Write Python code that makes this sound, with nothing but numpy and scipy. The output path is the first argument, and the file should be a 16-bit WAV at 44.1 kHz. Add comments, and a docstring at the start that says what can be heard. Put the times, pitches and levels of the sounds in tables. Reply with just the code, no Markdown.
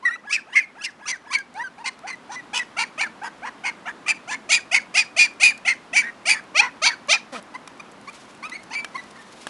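"""A garden, with puppies yipping and whining on a blanket.
Vocal-fold pulses ring the chest, mouth, throat and nose: each yip climbs in pitch, breaks into
a hoarse squeal and often slides away as a thin whistle. Soft whimpers come at the start and
between yips, more of them late on, with a grunt, small ticks and clicks, a rustling blanket
and a last handling knock. The garden hums throughout and returns faint echoes."""
import sys
import numpy as np
from scipy import signal
from scipy.fft import rfft, irfft, next_fast_len
from scipy.io import wavfile

SR = 44100
rng = np.random.default_rng(int(sys.argv[2]) if len(sys.argv) > 2 else 0)


def store_pcm(level_fs):
    """Save levels as 16-bit WAV."""
    pcm = np.round(np.clip(level_fs, -1, 1) * 32767).astype(np.int16)
    wavfile.write(sys.argv[1], SR, np.atleast_2d(pcm).T)


N = 418509
BAND_LIMIT_HZ = 11300


def amp(db):
    """dB to gain."""
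    return 10 ** (np.asarray(db) / 20)


def unit_rms(x):
    """Scale to rms 1."""
    return x / np.sqrt(np.mean(x ** 2) + 1e-20)


def curve_at(points, x):
    """Linear table lookup."""
    return np.interp(x, *np.transpose(points))


def spectrum_at(points, hz):
    """Table lookup on a log-frequency axis."""
    f, db = np.transpose(points)
    return np.interp(np.log(hz + 1), np.log(f + 1), db)


def add(mix, t_s, sound):
    """Mix a sound in at t_s."""
    part = mix[max(round(t_s * SR), 0):][:len(sound)]
    part += sound[:len(part)]


def coloured(x, gain):
    """Filter by gain(f/Hz), then scale to rms 1."""
    size = next_fast_len(2 * len(x))
    return unit_rms(irfft(rfft(x, size) * gain(np.fft.rfftfreq(size, 1 / SR)), size)[:len(x)])


def noise(size, gain):
    """Noise shaped by gain(f/Hz), rms 1."""
    return coloured(rng.standard_normal(size), gain)


def resonance(f, hz, width_hz):
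    """Complex gain of one resonance."""
    return 1 / (1 + 1j * (f ** 2 - hz ** 2) / ((f + 1) * width_hz))


def wobble(size, cutoff_hz):
    """Low-passed random drift, rms 1."""
    return noise(size, lambda f: 1 / (1 + (f / cutoff_hz) ** 4))


def span(length_s, edge_s):
    """Progress u (0-1) through a note, and a soft-edged window."""
    u = np.linspace(0, 1, round((length_s + edge_s) * SR))
    return u, signal.windows.tukey(len(u), min(2 * edge_s / (length_s + edge_s), 1))


# Background spectrum: f/Hz, relative density/dB
GARDEN_SPECTRUM = [(25, -16.5), (100, -12), (240, 3), (420, -4.5), (1050, -3), (2200, -11.5), (4500, -20),
                   (10500, -31.5)]
# Background loudness: t/s, level/dB
GARDEN_LEVEL = [(0, -52.5), (1.5, -50.5), (2.5, -46)]


def garden():
    """Distant hum and leaves, as shaped noise."""
    hum = noise(N, lambda f: amp(spectrum_at(GARDEN_SPECTRUM, f)))
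    return amp(curve_at(GARDEN_LEVEL, np.arange(N) / SR)) * hum


# Whine partials: f/Hz, gain/dB
WHINE_SPECTRUM = [(1000, 2), (1700, -3), (2400, 3), (3200, -17), (4400, -8), (5200, -18), (6100, -13),
                  (7500, -25), (9000, -17), (11000, -29)]
# Hoarseness, highest in the loud bout: t/s, roughness/0-1
HOARSENESS = [(2.4, .17), (3, .33), (7, .45), (7.6, .23)]
# Whine overtones, duller until a box is lifted: t/s, gain/dB
OVERTONE_GAIN = [(7, -9), (7.7, -.5)]


def whine(t_s, length_s, mid_hz, fall_oct, db):
    """Thin tone on an arched glide; hoarseness adds jitter and creak and weakens the overtones."""
    u, window = span(length_s, edge_s=0.00877)
    rough, overtone_db = curve_at(HOARSENESS, t_s), curve_at(OVERTONE_GAIN, t_s)
    arch_oct = 0.042 + 0.193 * abs(fall_oct)
    first_hz, last_hz = mid_hz * 2 ** (np.array([.5, -.5]) * fall_oct - arch_oct)
    glide_hz = np.polyval(np.polyfit([0, .5, 1], [first_hz, mid_hz, last_hz], 2), u)
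    hz = glide_hz * (1 + .05 * rough * wobble(len(u), 300))
    cycles = np.cumsum(hz) / SR
    tone = np.zeros(len(u))
    for k in range(1, int(BAND_LIMIT_HZ / mid_hz) + 1):
        partial_db = spectrum_at(WHINE_SPECTRUM, k * hz) + (k > 1) * overtone_db
        flicker_db = 0.98 * np.sqrt(k - 1) * wobble(len(u), 93)
        tone += amp(partial_db + flicker_db) / k ** rough * np.sin(2 * np.pi * k * cycles)
    creak = 1 + rough * wobble(len(u), 600)
    sag = (hz / mid_hz) ** 3  # weaker at lower pitch
    envelope = window * sag * amp(.9 * wobble(len(u), 90) - 4.5 * u)
    return t_s - .004, amp(db) * unit_rms(tone * creak * envelope)


def rise_oct(length_s, oct_in_35_ms):
    """Pitch rise, growing as the square root of duration."""
    return oct_in_35_ms * (length_s / .035) ** .5


# Whimpers: t/s, length/s, f/Hz, level/dB
WHIMPER_NOTES = [(0.026, 0.032, 1097, -40.5), (0.077, 0.035, 1345, -36.5), (1.545, 0.087, 900, -36),
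                 (1.781, .044, 908, -42), (7.347, 0.019, 1233, -37.5), (7.542, 0.023, 1001, -36),
                 (7.798, 0.0095, 1217, -37.5), (8.073, 0.026, 1150, -38), (8.427, 0.0493, 1236, -35),
                 (8.945, 0.026, 1079, -36), (9.156, .02, 1020, -44.5)]


def whimpers():
    """Short, low whines that scoop upward."""
    return [whine(t_s, length_s, hz, -rise_oct(length_s, 0.359), db)
            for t_s, length_s, hz, db in WHIMPER_NOTES]


# Whistles: t/s, length/s, f/Hz, fall/oct (negative rises), level/dB
WHISTLE_NOTES = [(0.052, 0.041, 1923, 0.19, -25), (0.108, 0.048, 1957, -0.091, -31.5),
                 (0.158, 0.0043, 1326, 0.043, -38), (0.344, 0.027, 2400, 0.26, -23.5),
                 (0.372, 0.025, 1740, 0.6, -38), (0.597, 0.051, 2370, 0.346, -33.5),
                 (0.863, 0.038, 1940, 0.62, -36), (1.11, 0.051, 1940, 0.61, -31.5),
                 (1.349, 0.023, 2240, 0.16, -21.5), (1.372, 0.044, 1635, 0.1, -39),
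                 (1.576, 0.052, 1833, -0.5, -37), (1.636, 0.046, 1552, 0.17, -38),
                 (2.102, 0.045, 2078, 0.11, -33), (2.357, 0.051, 1993, 0.11, -37.5),
                 (2.595, 0.037, 1940, 0.19, -31), (3.031, 0.045, 1684, .5, -31.5),
                 (3.892, 0.022, 1750, 0.019, -35), (4.329, 0.0273, 2120, -0.3, -34),
                 (6.02, 0.081, 1863, -0.12, -33), (6.346, 0.054, 1736, 0.15, -33),
                 (6.627, 0.05, 1950, 0.13, -33), (6.899, 0.045, 1712, 0.43, -31),
                 (8.518, 0.051, 2146, -0.23, -35.5), (8.751, 0.06, 2344, -0.01, -31),
                 (8.974, 0.03, 1987, 0.018, -39.5), (9.185, 0.041, 1796, 0.054, -48.5)]


def whistles():
    """High whines, alone or trailing a yip."""
    return [whine(*row) for row in WHISTLE_NOTES]


def vocal_folds(hz):
    """One chirped pulse per cycle of the folds, and the cycle count."""
    cycles = np.cumsum(hz) / SR
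    top = int(BAND_LIMIT_HZ / hz.mean()) + 2
    pulses = sum(np.cos(2 * np.pi * k * cycles + 2 * k * k / top) for k in range(1, top))
    return unit_rms(pulses), cycles


# Upper throat resonances: f/Hz, width/Hz, gain/dB
THROAT_MODES = [(3280, 1280, 2), (4520, 1500, 0), (6020, 1080, 1.5), (7280, 700, -6), (8880, 1850, -5)]


def vocal_tract(drive, effort, mouth_hz, width_hz, chest_db, bright_db):
    """Chest, mouth and throat ring; higher bands need more effort. Levels are re the mouth."""
    chest = coloured(drive, lambda f: resonance(f, 938, 1160) ** 4)
    carrier = np.exp(2j * np.pi * np.cumsum(mouth_hz) / SR)
    pole = np.exp(-np.pi * width_hz / SR)
    mouth = (carrier * signal.lfilter([1 - pole], [1, -pole], drive / carrier)).real  # moving resonance
    mouth = coloured(mouth, lambda f: resonance(f, 2435, 3230) ** 3)
    mouth /= np.sqrt(abs(signal.hilbert(mouth)) + .5)  # the ring saturates
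    mouth = coloured(mouth, lambda f: f ** 2 / (f ** 2 + 400 ** 2))  # a small mouth radiates no bass
    detune = 1 + 0.038 * rng.standard_normal()
    throat = coloured(drive, lambda f: sum(amp(db) * abs(resonance(f, hz * detune, width)) ** 3
                                           for hz, width, db in THROAT_MODES))
    return (amp(chest_db) * unit_rms(chest * effort ** .5)
            + unit_rms(mouth * effort)
            + amp(bright_db) * unit_rms(throat * effort ** 1.44))


def climb(t_s, length_s, first_hz, last_hz, db, chest_db, bright_db):
    """Clean pulses rise in pitch and swell as pressure builds."""
    u, window = span(length_s, edge_s=0.0063)
    jitter = 1 + .009 * wobble(len(u), 340)
    pulses, cycles = vocal_folds(first_hz * (last_hz / first_hz) ** u * jitter)
    swell_db = 411 * length_s
    effort = window * amp(-swell_db * (1 - u) ** 3)
    fundamental = amp(-8) * unit_rms(effort * np.sin(2 * np.pi * cycles))
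    mouth_hz, width_hz = np.full(len(u), 2400), 540
    voice = vocal_tract(pulses, effort, mouth_hz, width_hz, chest_db, bright_db)
    return t_s, amp(db) * (fundamental + voice)


def lead_in(yip_s):
    """A soft low rise flips into a thin whistle ahead of a yip."""
    return [climb(yip_s - .09, 0.037, first_hz=566, last_hz=1097, db=-59.5, chest_db=10.5, bright_db=-11),
            whine(yip_s - .052, 0.068, mid_hz=1690, fall_oct=0.026, db=-43.5)]


# Louder squeals are purer: squeal level/dB, mouth resonance width/Hz
MOUTH_WIDTH = [(-33, 730), (-15.5, 283)]


def squeal(t_s, length_s, break_hz, mouth_hz, fade_db, db, chest_db, bright_db, flutter_hz=230):
    """Overdriven folds stumble and flutter; a shrill tone on the mouth resonance steadies, takes over."""
    u, window = span(length_s, edge_s=0.00728)
    fold_hz = min(break_hz, 910) * np.exp(.04 + .1 * u + 0.063 * wobble(len(u), 263))
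    pulses, cycles = vocal_folds(fold_hz)
    pulses *= 1 + 0.97 * np.cos(np.pi * cycles) + .5 * wobble(len(u), 230)  # alternate cycles are weak
    arch = np.sin(np.pi * u)
    ring_hz = mouth_hz * np.exp(0.055 * arch - .03 - 0.037 * u)  # the mouth opens, then closes
    width_hz = curve_at(MOUTH_WIDTH, db)
    shrill, _ = vocal_folds(ring_hz + .27 * width_hz * (1 - .6 * u) * wobble(len(u), 385))
    drive = unit_rms(pulses) + amp(-4 + 8 * u) * shrill
    beats = np.cumsum(flutter_hz * (1 + .25 * wobble(len(u), flutter_hz))) / SR
    flutter = np.exp(0.37 * np.cos(2 * np.pi * beats))
    effort = window * amp(4.9 * arch - fade_db * u) * flutter
    return t_s - .002, amp(db) * vocal_tract(drive, effort, ring_hz, width_hz, chest_db - 1, bright_db)


# Treble shelf of the yips: t/s, gain/dB
TREBLE_GAIN = [(3, 0.5), (4.6, -.5), (6.3, 4.5), (6.6, -6)]


def nose(x, t_s, nose_hz, lift_db=5.5, width_oct=0.17, shelf_hz=6950):
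    """The nasal resonance lifts one band; a shelf sets the treble."""
    size = next_fast_len(2 * len(x))
    f = np.fft.rfftfreq(size, 1 / SR) + 1
    band = np.exp(-(np.log2(f / nose_hz) / width_oct) ** 2)
    shelf = 1 / (1 + (shelf_hz / f) ** 20)
    gain = amp(lift_db * band + curve_at(TREBLE_GAIN, t_s) * shelf)
    return irfft(rfft(x, size) * gain, size)[:len(x)]


# Low chest ring: t/s, level/dB
CHEST_LEVEL = [(.8, -61), (1.1, -39.5), (1.6, -38.5), (2.1, -39.5), (2.8, -32), (6, -44), (6.7, -26.5),
               (8.7, -40.5)]
# Harder climbs are brighter: climb level/dB, added brightness/dB
CLIMB_BRIGHTNESS = [(-27, -2.5), (-24, 6)]
# Harder starts spend the air sooner: climb level/dB, fade over the squeal/dB
BREATH_FADE = [(-42, 3), (-22.5, 20)]
# Yips: break t/s, climb length/s, squeal length/s, break f/Hz, mouth f/Hz,
# climb level/dB, squeal level/dB, brightness (throat re mouth)/dB, nose f/Hz
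YIP_NOTES = [(0.323, 0.032, 0.042, 1400, 2576, -33, -26.5, -3.5, 4870),
             (0.554, 0.031, 0.045, 1252, 2122, -33.5, -20.5, -13.5, 5200),
             (0.836, 0.03, 0.026, 1750, 2622, -42.5, -33.5, -0.5, 5240),
             (1.076, 0.023, .04, 1590, 2276, -41.5, -31.5, -0.5, 5840),
             (1.327, 0.027, 0.03, 1357, 2256, -38, -30, -2.5, 4100),
             (1.853, 0.014, 0.037, 1046, 2175, -44, -32.5, -1.5, 4800),
             (2.067, 0.036, 0.046, 926, 2147, -63, -36, -8, 4700),
             (2.313, 0.021, 0.045, 990, 1950, -60, -49, 4, 5860),
             (2.54, 0.011, .059, 934, 2707, -37.5, -30, -2, 3300),
             (2.783, 0.019, 0.057, 843, 2387, -34.5, -26, -6, 4200),
             (3.006, 0.031, 0.037, 830, 2330, -31, -27.5, -6.5, 4150),
             (3.235, 0.021, .048, 973, 1649, -52, -38, -9, 4900),
             (3.449, 0.031, 0.043, 960, 1905, -47.5, -37, -11.5, 4300),
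             (3.65, 0.016, 0.05, 901, 2173, -36, -29, -10, 4640),
             (3.872, 0.018, 0.026, 835, 1686, -40.5, -36, -15, 5700),
             (4.08, 0.021, 0.04, 766, 2420, -35, -21, -8.5, 8300),
             (4.306, 0.034, 0.042, 964, 1740, -38.5, -33.5, -3, 6900),
             (4.516, .028, 0.063, 833, 2440, -26, -20.5, -2, 7000),
             (4.742, 0.032, 0.042, 847.5, 2249, -25, -17, -10.5, 5070),
             (4.968, 0.03, 0.058, 828, 2444, -26, -19.5, -4.5, 4900),
             (5.189, 0.028, 0.075, 823, 2423, -25.5, -17.5, -7, 4450),
             (5.428, 0.032, 0.084, 817, 2437, -25, -17, -7, 4160),
             (5.674, 0.027, 0.054, 854, 2133, -27, -21, -10.5, 5000),
             (5.96, 0.033, 0.06, 881, 2307, -26, -18, -10, 5600),
             (6.289, 0.038, 0.06, 832, 2318, -25.5, -20, -6, 4940),
             (6.605, .063, 0.08, 908, 2000, -19.5, -30, -9, 4340),
             (6.856, 0.041, 0.041, 870, 2270, -26, -24, 2, 4300),
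             (7.129, 0.048, 0.037, 835, 2440, -22.5, -23, -3.5, 3920),
             (8.729, 0.027, 0.025, 1104, 2304, -42.5, -36.5, -3, 4300)]


def yip(t_s, climb_s, squeal_s, break_hz, mouth_hz, climb_db, squeal_db, bright_db, nose_hz):
    """The voice climbs, breaks into a squeal at t_s and drops away; early yips get a lead-in."""
    first_hz = break_hz / 2 ** rise_oct(climb_s, .56)
    chest_db, fade_db = curve_at(CHEST_LEVEL, t_s), curve_at(BREATH_FADE, climb_db)
    climb_bright_db = bright_db + curve_at(CLIMB_BRIGHTNESS, climb_db)
    drop_s, drop_db = 0.022, min(-38, squeal_db - 14.5)
    parts = [
        climb(t_s - climb_s, climb_s, first_hz, break_hz, climb_db, chest_db - climb_db, climb_bright_db),
        squeal(t_s, squeal_s, break_hz, mouth_hz, fade_db, squeal_db, chest_db - squeal_db, bright_db),
        whine(t_s + squeal_s - drop_s / 4, drop_s, mid_hz=1773, fall_oct=0.61, db=drop_db)]
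    parts = [(start_s, nose(sound, t_s, nose_hz)) for start_s, sound in parts]
    return parts + (lead_in(t_s) if .2 < t_s < 1.5 else [])


# Small ticks and sharp clicks, the last a handling knock: t/s, peak level/dB, centre f/Hz
TICKS_AND_CLICKS = [(1.386, -25.5, 3900), (5.577, -33, 3180), (5.737, -32, 3100), (7.676, -24.5, 1420),
                    (8.097, -33, 4000), (8.497, -25.5, 1490), (8.846, -16, 1420), (9.469, -15, 776)]


def tick(t_s, db, hz, decay_s=0.0012):
    """Tiny snap: a fast-decaying noise burst."""
    t = np.arange(SR // 50) / SR
    snap = noise(len(t), lambda f: resonance(f, hz, 2 * hz)) * np.exp(-t / decay_s)
    return t_s, amp(db) * snap / abs(snap).max()


# Blanket rustle: t/s, level/dB
RUSTLE_LEVEL = [(7.9, -90), (8.15, -50.5), (8.5, -69), (9, -59.5), (9.4, -51.5)]


def scuffles(ticks_per_pass=20):
    """Sparse claw ticks; more ticks and a rustling blanket once the puppies walk about."""
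    swish = noise(N, lambda f: resonance(f, 3100, 6300) ** 2)
    mix = swish * amp(curve_at(RUSTLE_LEVEL, np.arange(N) / SR) + 2.8 * wobble(N, 25))
    walk_s = RUSTLE_LEVEL[0][0]
    for from_s in (0, walk_s):
        for when, force, pitch in rng.random((ticks_per_pass, 3)):
            t_s = from_s + when * (N / SR - from_s)
            add(mix, *tick(t_s, db=-42 + 9 * force ** 3, hz=3300 * (1 + pitch)))
    return mix


def grunt(t_s, length_s=0.073, first_hz=295, last_hz=185):
    """Low falling fold pulses with a snort of noise."""
    u, window = span(length_s, edge_s=0.014)
    jitter = 1 + .03 * wobble(len(u), 180)
    pulses, _ = vocal_folds(first_hz * (last_hz / first_hz) ** u * jitter)
    voice = coloured(pulses, lambda f: resonance(f, 200, 420)) * window * amp(-9 * u)
    snort = noise(len(u), lambda f: resonance(f, 1800, 3300) ** 3) * np.sin(np.pi * u) ** 2
    return t_s, amp(-37) * unit_rms(voice) + amp(-47) * unit_rms(snort)


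def reflections(x, db, t60_s, delay_s):
    """Decaying random scatter, duller than the source."""
    t = np.arange(round((delay_s + t60_s) * SR)) / SR
    tail = noise(len(t), lambda f: resonance(f, 2240, 6100)) * amp(-60 * t / t60_s) * (t > delay_s)
    return amp(db) * signal.fftconvolve(x, tail / np.linalg.norm(tail))[:N]


# Echo across the garden: t/s, level re direct/dB
ECHO_LEVEL = [(7.2, -28.5), (8.4, -14.5)]
ECHO_DELAY_S = 0.056


def scene():
    """Puppies, clicks, near and far reflections, scuffles and garden hum; mono."""
    cries = [part for row in YIP_NOTES for part in yip(*row)]
    cries += [grunt(t_s=7.318)] + whistles() + whimpers()
    echoes = [(t_s + ECHO_DELAY_S, amp(curve_at(ECHO_LEVEL, t_s)) * cry) for t_s, cry in cries]
    ticks = [tick(*row) for row in TICKS_AND_CLICKS]
    foreground = np.zeros(N)
    for t_s, sound in cries + echoes + ticks:
        add(foreground, t_s, sound)
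        # near reflections change as the heads move
        add(foreground, t_s, reflections(sound, db=-5, t60_s=0.013, delay_s=.0015))
    hedges = reflections(foreground, db=-27, t60_s=0.26, delay_s=0.016)
    return (foreground + hedges + scuffles() + garden())[None]


def record(dry, ceiling=.85, low_cut_hz=35):
    """Soft clip, low cut, band limit."""
    rounded = dry / (1 + (dry / ceiling) ** 4) ** .25
    low_cut = signal.butter(2, low_cut_hz, "high", fs=SR, output="sos")
    band_limit = signal.firwin(301, BAND_LIMIT_HZ, window=("kaiser", 9), fs=SR)
    return signal.oaconvolve(signal.sosfilt(low_cut, rounded), band_limit[None], "same")


dry = scene()
out = record(dry)
store_pcm(out)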